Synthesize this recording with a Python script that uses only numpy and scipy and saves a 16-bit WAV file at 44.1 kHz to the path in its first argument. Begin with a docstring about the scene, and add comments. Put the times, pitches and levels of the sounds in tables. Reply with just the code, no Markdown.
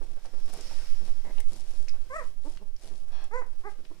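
"""Mother dog licking her puppies

A dog licks her newborn puppies on cloth bedding in a wooden box indoors. Her tongue crackles
through wet fur and smacks, she snuffles, and bodies slide and bump on the cloth. A puppy's
vocal folds give three arched whimpers and a few small grunts. The right microphone is duller,
is brushed by cloth and carries a slow rumble."""
import sys
import numpy as np
from scipy import signal
from scipy.fft import rfft, irfft
from scipy.io import wavfile

SR = 44100
rng = np.random.default_rng(int(sys.argv[2]) if len(sys.argv) > 2 else 0)


def to_wav(sig):
    """Store sig (one row per channel, or 1-D mono) as 16-bit WAV at the path in sys.argv[1].

    Samples outside -1..1 are clipped; the rate is SR.
    """
    pcm = np.clip(np.atleast_2d(sig), -1, 1) * 32767
    pcm = np.round(pcm).astype(np.int16)
    wavfile.write(sys.argv[1], SR, pcm.T)  # frames by channels


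N = 176400
T = np.arange(N) / SR


def from_db(db):
    """Decibels to gain."""
    return 10 ** (np.asarray(db) / 20)


def unit_rms(x):
    """Scale to unit power."""
    return x / np.sqrt(np.mean(x ** 2) + 1e-20)


def gain_at(spectrum, hz):
    """Gain of a (f/Hz, level/dB) curve, interpolated in log frequency."""
    f, db = np.transpose(spectrum)
    return from_db(np.interp(np.log(hz + 1e-6), np.log(f), db))


def colour(x, spectrum):
    """Zero-phase filter by a spectrum."""
    size = 2 * N
    return irfft(rfft(x, size) * gain_at(spectrum, np.fft.rfftfreq(size, 1 / SR)))[..., :N]


def butter(x, hz, kind="low", order=2):
    """Butterworth filter."""
    return signal.sosfilt(signal.butter(order, hz, kind, fs=SR, output="sos"), x)


def drift(rate_hz):
    """Smooth random wander, unit RMS."""
    return unit_rms(butter(rng.standard_normal(N + SR), rate_hz)[SR:])


def swell(start_s, length_s, edge):
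    """Rise, hold, release; edge is a fraction of the length."""
    progress = (T - start_s) / length_s
    return np.clip(np.minimum(progress, 1 - progress) / edge + .5, 0, 1) ** 2


def stereo_noise(size=N, split_hz=1700):
    """Noise with shared bass and independent treble."""
    bass = butter(rng.standard_normal(size), split_hz)
    return bass + butter(rng.standard_normal((2, size)), split_hz, "high")


def crackle(spectrum, per_s, spread_db, grain_s, steady):
    """Tiny uneven bursts over a steady hiss, coloured, unit RMS."""
    hits = rng.random(N) < per_s / SR
    sizes = hits * from_db(spread_db * np.minimum(rng.exponential(1, N), 3.5))
    power = signal.lfilter([1], [1, -np.exp(-1 / (grain_s * SR))], sizes ** 2 + 1e-12)
    grains = np.sqrt(power / power.mean() + steady) * stereo_noise()
    return unit_rms(colour(grains, spectrum))


def burst(start_s, hz, width_oct, attack_s, decay_s, skirt_db):
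    """Decaying noise band on a broad skirt; higher bands are wider in stereo."""
    size = 8192
    t, f = T[:size], np.fft.rfftfreq(size, 1 / SR) + 1
    peak = np.exp(-.5 * (np.log2(f / hz) / width_oct) ** 2)
    skirt = from_db(skirt_db) / (1 + (f / hz / 2) ** 2) * f / (f + hz / 2)
    common, left, right = irfft(rfft(rng.standard_normal((3, size))) * (peak + skirt))
    coherence = 1 / (1 + (hz / 2000) ** 2)
    envelope = (1 - np.exp(-t / attack_s)) * np.exp(-t / decay_s)
    puff = (np.sqrt(coherence) * common + np.sqrt(1 - coherence) * np.array([left, right])) * envelope
    puff *= np.sqrt(np.mean(envelope ** 2) / np.mean(puff ** 2, axis=1, keepdims=True))
    return np.pad(puff, ((0, 0), (int(start_s * SR), N)))[:, :N]


# Room noise: f/Hz, level/dB
FLOOR_SPECTRUM = [(20, 14), (120, 12), (700, -33), (3500, -30), (5300, -66), (15000, 7.5)]


def room_noise(level_db=-58.5, unshared=0.82):
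    """Quiet steady noise, partly separate at each microphone."""
    noise = stereo_noise() + unshared * rng.standard_normal((2, N))
    return from_db(level_db) * unit_rms(colour(noise, FLOOR_SPECTRUM))


# Rumble spectrum: f/Hz, level/dB
RUMBLE_SPECTRUM = [(1, -19), (5.5, 0), (17, -19.5), (40, -43), (80, -46.5), (130, -62.5), (400, -86.5)]
# Rumble envelope: t/s, level/dB
RUMBLE_LEVELS = [(0, -25), (1.1, -19.5), (2.2, -21.5), (4, -31)]


def rumble(fade_s=0.0091):
    """Slow, mostly subsonic microphone rumble."""
    noise = irfft(rfft(rng.standard_normal(N)) * gain_at(RUMBLE_SPECTRUM, np.fft.rfftfreq(N, 1 / SR)))
    fade = np.clip(np.minimum(T, T[-1] - T) / fade_s, 0, 1)
    return from_db(np.interp(T, *np.transpose(RUMBLE_LEVELS))) * unit_rms(noise) * fade


# Cloth on the microphone: t/s, level/dB
BRUSH_LEVELS = [(.2, -72), (.42, -62), (.66, -51.5), (1.05, -62), (1.6, -79)]


def mic_brush(hz=5350):
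    """Cloth brushes the right microphone: a narrow swish."""
    swish = signal.lfilter(*signal.iirpeak(hz, Q=5.5, fs=SR), rng.standard_normal(N))
    envelope = from_db(np.interp(T, *np.transpose(BRUSH_LEVELS)))
    return np.array([np.zeros(N), envelope * unit_rms(swish)])


# Cloth dragged under the bodies: t/s, rub level/dB, hiss level/dB
DRAG_LEVELS = [(0, -54.5, -81), (.2, -65.5, -61), (.44, -57.5, -63), (.47, -52.5, -69), (.58, -53.5, -52),
               (.66, -64, -51.5), (.8, -65, -51.5), (1.2, -60.5, -60.5), (1.38, -61, -55.5),
               (1.46, -71.5, -70), (1.55, -70, -62.5), (2.05, -63, -62.5), (2.4, -67.5, -70),
               (2.722, -66, -72), (2.849, -86, -61.5), (3.05, -62.5, -76), (4, -64.5, -64)]
# Low rub: f/Hz, level/dB
RUB_SPECTRUM = [(130, -4.5), (330, -3.5), (600, -6), (1800, -17.5), (8000, -14)]
# Sliding hiss: f/Hz, level/dB
HISS_SPECTRUM = [(500, -9.5), (1500, -4.5), (4300, -4.5), (6400, -3.5), (10000, -5), (15000, -1.5)]
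# Bumps on the bedding: t/s, level/dB, f/Hz
SOFT_BUMPS = [(.012, -52, 390), (.165, -58.5, 656), (.25, -53.5, 560), (.335, -52.5, 444), (.53, -51, 650),
              (.585, -50, 414), (.71, -52.5, 720), (1.01, -51.5, 222), (1.075, -54.5, 546),
              (1.515, -53, 238), (1.939, -57, 740), (2.91, -54, 263), (3.785, -57, 373)]


def bedding():
    """Cloth rubs in small slips, hisses as it slides and takes soft bumps."""
    times, rub_db, hiss_db = np.transpose(DRAG_LEVELS)
    rub = crackle(RUB_SPECTRUM, per_s=200, spread_db=2, grain_s=0.0033, steady=0.26)
    hiss = crackle(HISS_SPECTRUM, per_s=2200, spread_db=12, grain_s=0.0019, steady=4.8)
    drag = from_db(np.interp(T, times, rub_db)) * rub + from_db(np.interp(T, times, hiss_db)) * hiss
    bumps = sum(from_db(db) * burst(t, hz, width_oct=0.41, attack_s=0.00066, decay_s=0.022, skirt_db=0)
                for t, db, hz in SOFT_BUMPS)
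    return drag + bumps


# Nostril puffs: t/s, length/s, level/dB
PUFFS = [(1.245, 0.0707, -55.5), (1.371, 0.037, -56.5)]
# Puff spectrum: f/Hz, level/dB
PUFF_SPECTRUM = [(200, 4), (480, 3.5), (1020, 2), (1350, -14.5), (1750, -2), (2100, -2), (2600, -24),
                 (14000, -46)]
# Nasal resonances: f/Hz, width/Hz, level/dB
WHEEZE_MODES = [(800, 1100, 0.5), (1560, 190, -3), (2460, 320, -3.5), (3350, 310, 0), (4240, 430, -2.5),
                (5500, 520, -4)]


def nose(sniff_db=-57.5):
    """The mother puffs through her nostrils; one longer sniff wheezes in the narrow passages."""
    air, wheeze = stereo_noise(), 0
    flow = sum(from_db(db) * swell(t, length_s, edge=0.11) for t, length_s, db in PUFFS)
    for hz, width_hz, db in WHEEZE_MODES:
        b, a = signal.iirpeak(hz, hz / width_hz, fs=SR)
        wheeze += from_db(db) * signal.lfilter(b, a, signal.lfilter(b, a, air))
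    sniff = from_db(sniff_db) * swell(start_s=3.105, length_s=0.17, edge=0.39)
    return flow * unit_rms(colour(air, PUFF_SPECTRUM)) + sniff * unit_rms(wheeze)


# Tongue strokes: t/s, length/s, level/dB
STROKES = [(0.233, 0.045, -58.5), (0.462, 0.48, -55.5), (1.03, 0.082, -56), (1.344, 0.12, -63.5),
           (1.464, 0.15, -54), (1.582, 0.31, -56.5), (2.105, 0.23, -59), (2.408, 0.18, -57.5),
           (2.791, 0.12, -55), (2.897, 0.13, -60), (3.686, 0.044, -59.5)]
# Wet fur, also the puppy's rasp: f/Hz, level/dB
WET_SPECTRUM = [(150, -2.5), (300, -4), (650, -3), (1300, -16.5), (2500, -13), (5200, -8), (11000, -6.5),
                (15000, -17.5)]
# Lip and tongue smacks: t/s, level/dB, cavity f/Hz, width/oct
MOUTH_SMACKS = [(0.256, -47, 4800, 0.8), (.536, -33.5, 9400, 0.46), (.609, -36.5, 7300, 0.31),
                (1.382, -44, 3000, 0.31), (1.402, -30.5, 11900, 0.62), (1.404, -45.5, 2030, 0.086),
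                (1.881, -43, 2100, 0.17), (1.884, -38, 5700, 0.28), (1.893, -39.5, 5050, 0.068),
                (2.572, -46, 2380, 1), (2.763, -48, 5300, 0.21), (3.241, -45, 8360, 0.39),
                (3.85, -49.5, 2600, 0.64)]
# Hair flicks: t/s, level/dB
HAIR_FLICKS = [(0.46, -42), (0.526, -43), (.531, -38), (.573, -40), (1.533, -36), (1.598, -42),
               (1.607, -39)]


def tongue(splash_db=-8.5):
    """Wet hairs crackle under each stroke and flick off the tongue; saliva films snap in the mouth."""
    strokes = sum(from_db(db) * swell(t, length_s, edge=0.58) for t, length_s, db in STROKES)
    out = strokes * crackle(WET_SPECTRUM, per_s=800, spread_db=3.5, grain_s=0.0003, steady=0.5)
    for t, db, hz, width_oct in MOUTH_SMACKS:
        smack = burst(t, hz, width_oct, attack_s=0.00056, decay_s=0.0033, skirt_db=splash_db)
        out += from_db(db) * smack
    for t, db in HAIR_FLICKS:
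        flick = burst(t, hz=9000, width_oct=0.68, attack_s=0.0002, decay_s=0.0014, skirt_db=splash_db)
        out += from_db(db) * flick
    return out


# Puppy's throat response: f/Hz, level/dB
THROAT_SPECTRUM = [(250, -9), (480, 7), (700, -5.5), (850, 6), (1030, 5.5), (1270, -0.5), (1560, -3),
                   (1930, -5), (2120, -6), (2600, -22.5), (3300, -57), (7500, -22), (14000, -44)]


def voice(times, hz, db, jitter, tilt_db_oct, shimmer_db=2, rasp_db=-24, ramp_s=0.008):
    """Vocal-fold harmonics shaped by the throat, plus a rasp pulsed at the pitch."""
    active = (T > times[0] - ramp_s) & (T < times[-1] + ramp_s)
    t = T[active]
    pitch_hz = np.interp(t, times, hz) * (1 + jitter * drift(rate_hz=170)[active])
    phase = 2 * np.pi * np.cumsum(pitch_hz) / SR
    harmonics = np.arange(1, 16)[:, None]
    gains = gain_at(THROAT_SPECTRUM, harmonics * pitch_hz) * from_db(tilt_db_oct * np.log2(harmonics))
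    tone = (gains * np.cos(harmonics * phase)).sum(0) / np.sqrt((gains ** 2).sum(0) / 2)
    breath = unit_rms(colour(rng.standard_normal(N), WET_SPECTRUM))[active]
    rasp = from_db(rasp_db) * breath * (1 + np.cos(phase))
    gate = np.clip(np.minimum(t - times[0], times[-1] - t) / ramp_s + 1, 0, 1)
    level_db = np.interp(t, times, db) + shimmer_db * drift(rate_hz=55)[active]
    out = np.zeros(N)
    out[active] = (tone + rasp) * gate * from_db(level_db)
    return out


# One contour per whimper: t/s, pitch/Hz, level/dB
WHIMPER_CONTOURS = [
    [(2.105, 512, -47.5), (2.123, 528.5, -42), (2.139, 578.4, -41.5), (2.167, 660, -40),
     (2.189, 629, -41.5), (2.207, 544, -41), (2.225, 478, -47.5)],
    [(3.316, 405.6, -49), (3.338, 468.5, -39.5), (3.356, 499.6, -39), (3.376, 513.7, -37),
     (3.396, 500, -41), (3.412, 498, -46.5), (3.424, 311, -46)],
    [(3.641, 349, -56), (3.655, 395.3, -46.5), (3.671, 421.4, -41.5), (3.683, 406, -44.5),
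     (3.695, 389, -54)],
]
# Per whimper: leftward pan/dB, tilt/(dB/oct)
WHIMPER_PAN_TILT = [(1, 1.4), (0.5, 2), (0.5, 0.5)]
# Grunts: t/s, length/s, top pitch/Hz, level/dB
SHORT_GRUNTS = [(2.449, 0.034, 306.7, -48), (2.601, 0.032, 211.5, -54.5), (3.905, 0.0134, 330.4, -51)]


def puppy(grunt_rise=0.147, right_lag_s=0.0002):
    """Whimpers arch up and fall; grunts are lower, darker and rougher."""
    out = np.zeros((2, N))
    for contour, (pan_db, tilt_db_oct) in zip(WHIMPER_CONTOURS, WHIMPER_PAN_TILT):
        whimper = voice(*np.transpose(contour), jitter=0.0075, tilt_db_oct=tilt_db_oct)
        out += whimper * from_db([[pan_db], [-pan_db]])
    progress = np.linspace(0, 1, 9)
    for t, length_s, top_hz, db in SHORT_GRUNTS:
        pitch_hz = top_hz * (1 - grunt_rise * (1 - progress) ** 2)
        level_db = db - 7 * (1 - np.sin(np.pi * progress ** 2.4))
        out += voice(t + length_s * progress, pitch_hz, level_db, jitter=0.043, tilt_db_oct=-10)
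    return np.array([out[0], np.interp(T - right_lag_s, T, out[1])])


def reverb(x, t60_s=0.24, level_db=-5.5, lowpass_hz=4940, predelay_s=0.004):
    """Diffuse tail of a small room."""
    t = T[:SR // 2]
    tail = stereo_noise(len(t), split_hz=293) * from_db(-60 * t / t60_s) * (t > predelay_s)
    tail /= np.sqrt((tail ** 2).sum(1, keepdims=True))
    tail = butter(tail, lowpass_hz, order=1)
    return from_db(level_db) * signal.fftconvolve(x, tail, axes=1)[:, :N]


def scene():
    """The dogs in their room, with room noise and the brushed microphone."""
    dogs = puppy() + tongue() + nose() + bedding()
    return room_noise() + dogs + reverb(dogs) + mic_brush()


# Left microphone: f/Hz, level/dB
LEFT_RESPONSE = [(3000, 2.5), (10500, -1), (12000, -11), (13500, -6), (15500, -24)]
# Right microphone: f/Hz, level/dB
RIGHT_RESPONSE = [(2000, 3), (4600, 0.5), (5400, 3.5), (6100, -4), (7300, -9), (12000, -35), (13500, -33)]


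def record(dry, stopband_hz=16100):
    """Two coloured microphones, rumble on the right, then a steep low-pass."""
    left = colour(dry[0], LEFT_RESPONSE)
    right = colour(dry[1], RIGHT_RESPONSE) + rumble()
    lowpass = signal.cheby2(14, 60, stopband_hz, fs=SR, output="sos")
    return signal.sosfilt(lowpass, np.array([left, right]))


dry = scene()
out = record(dry)
to_wav(out)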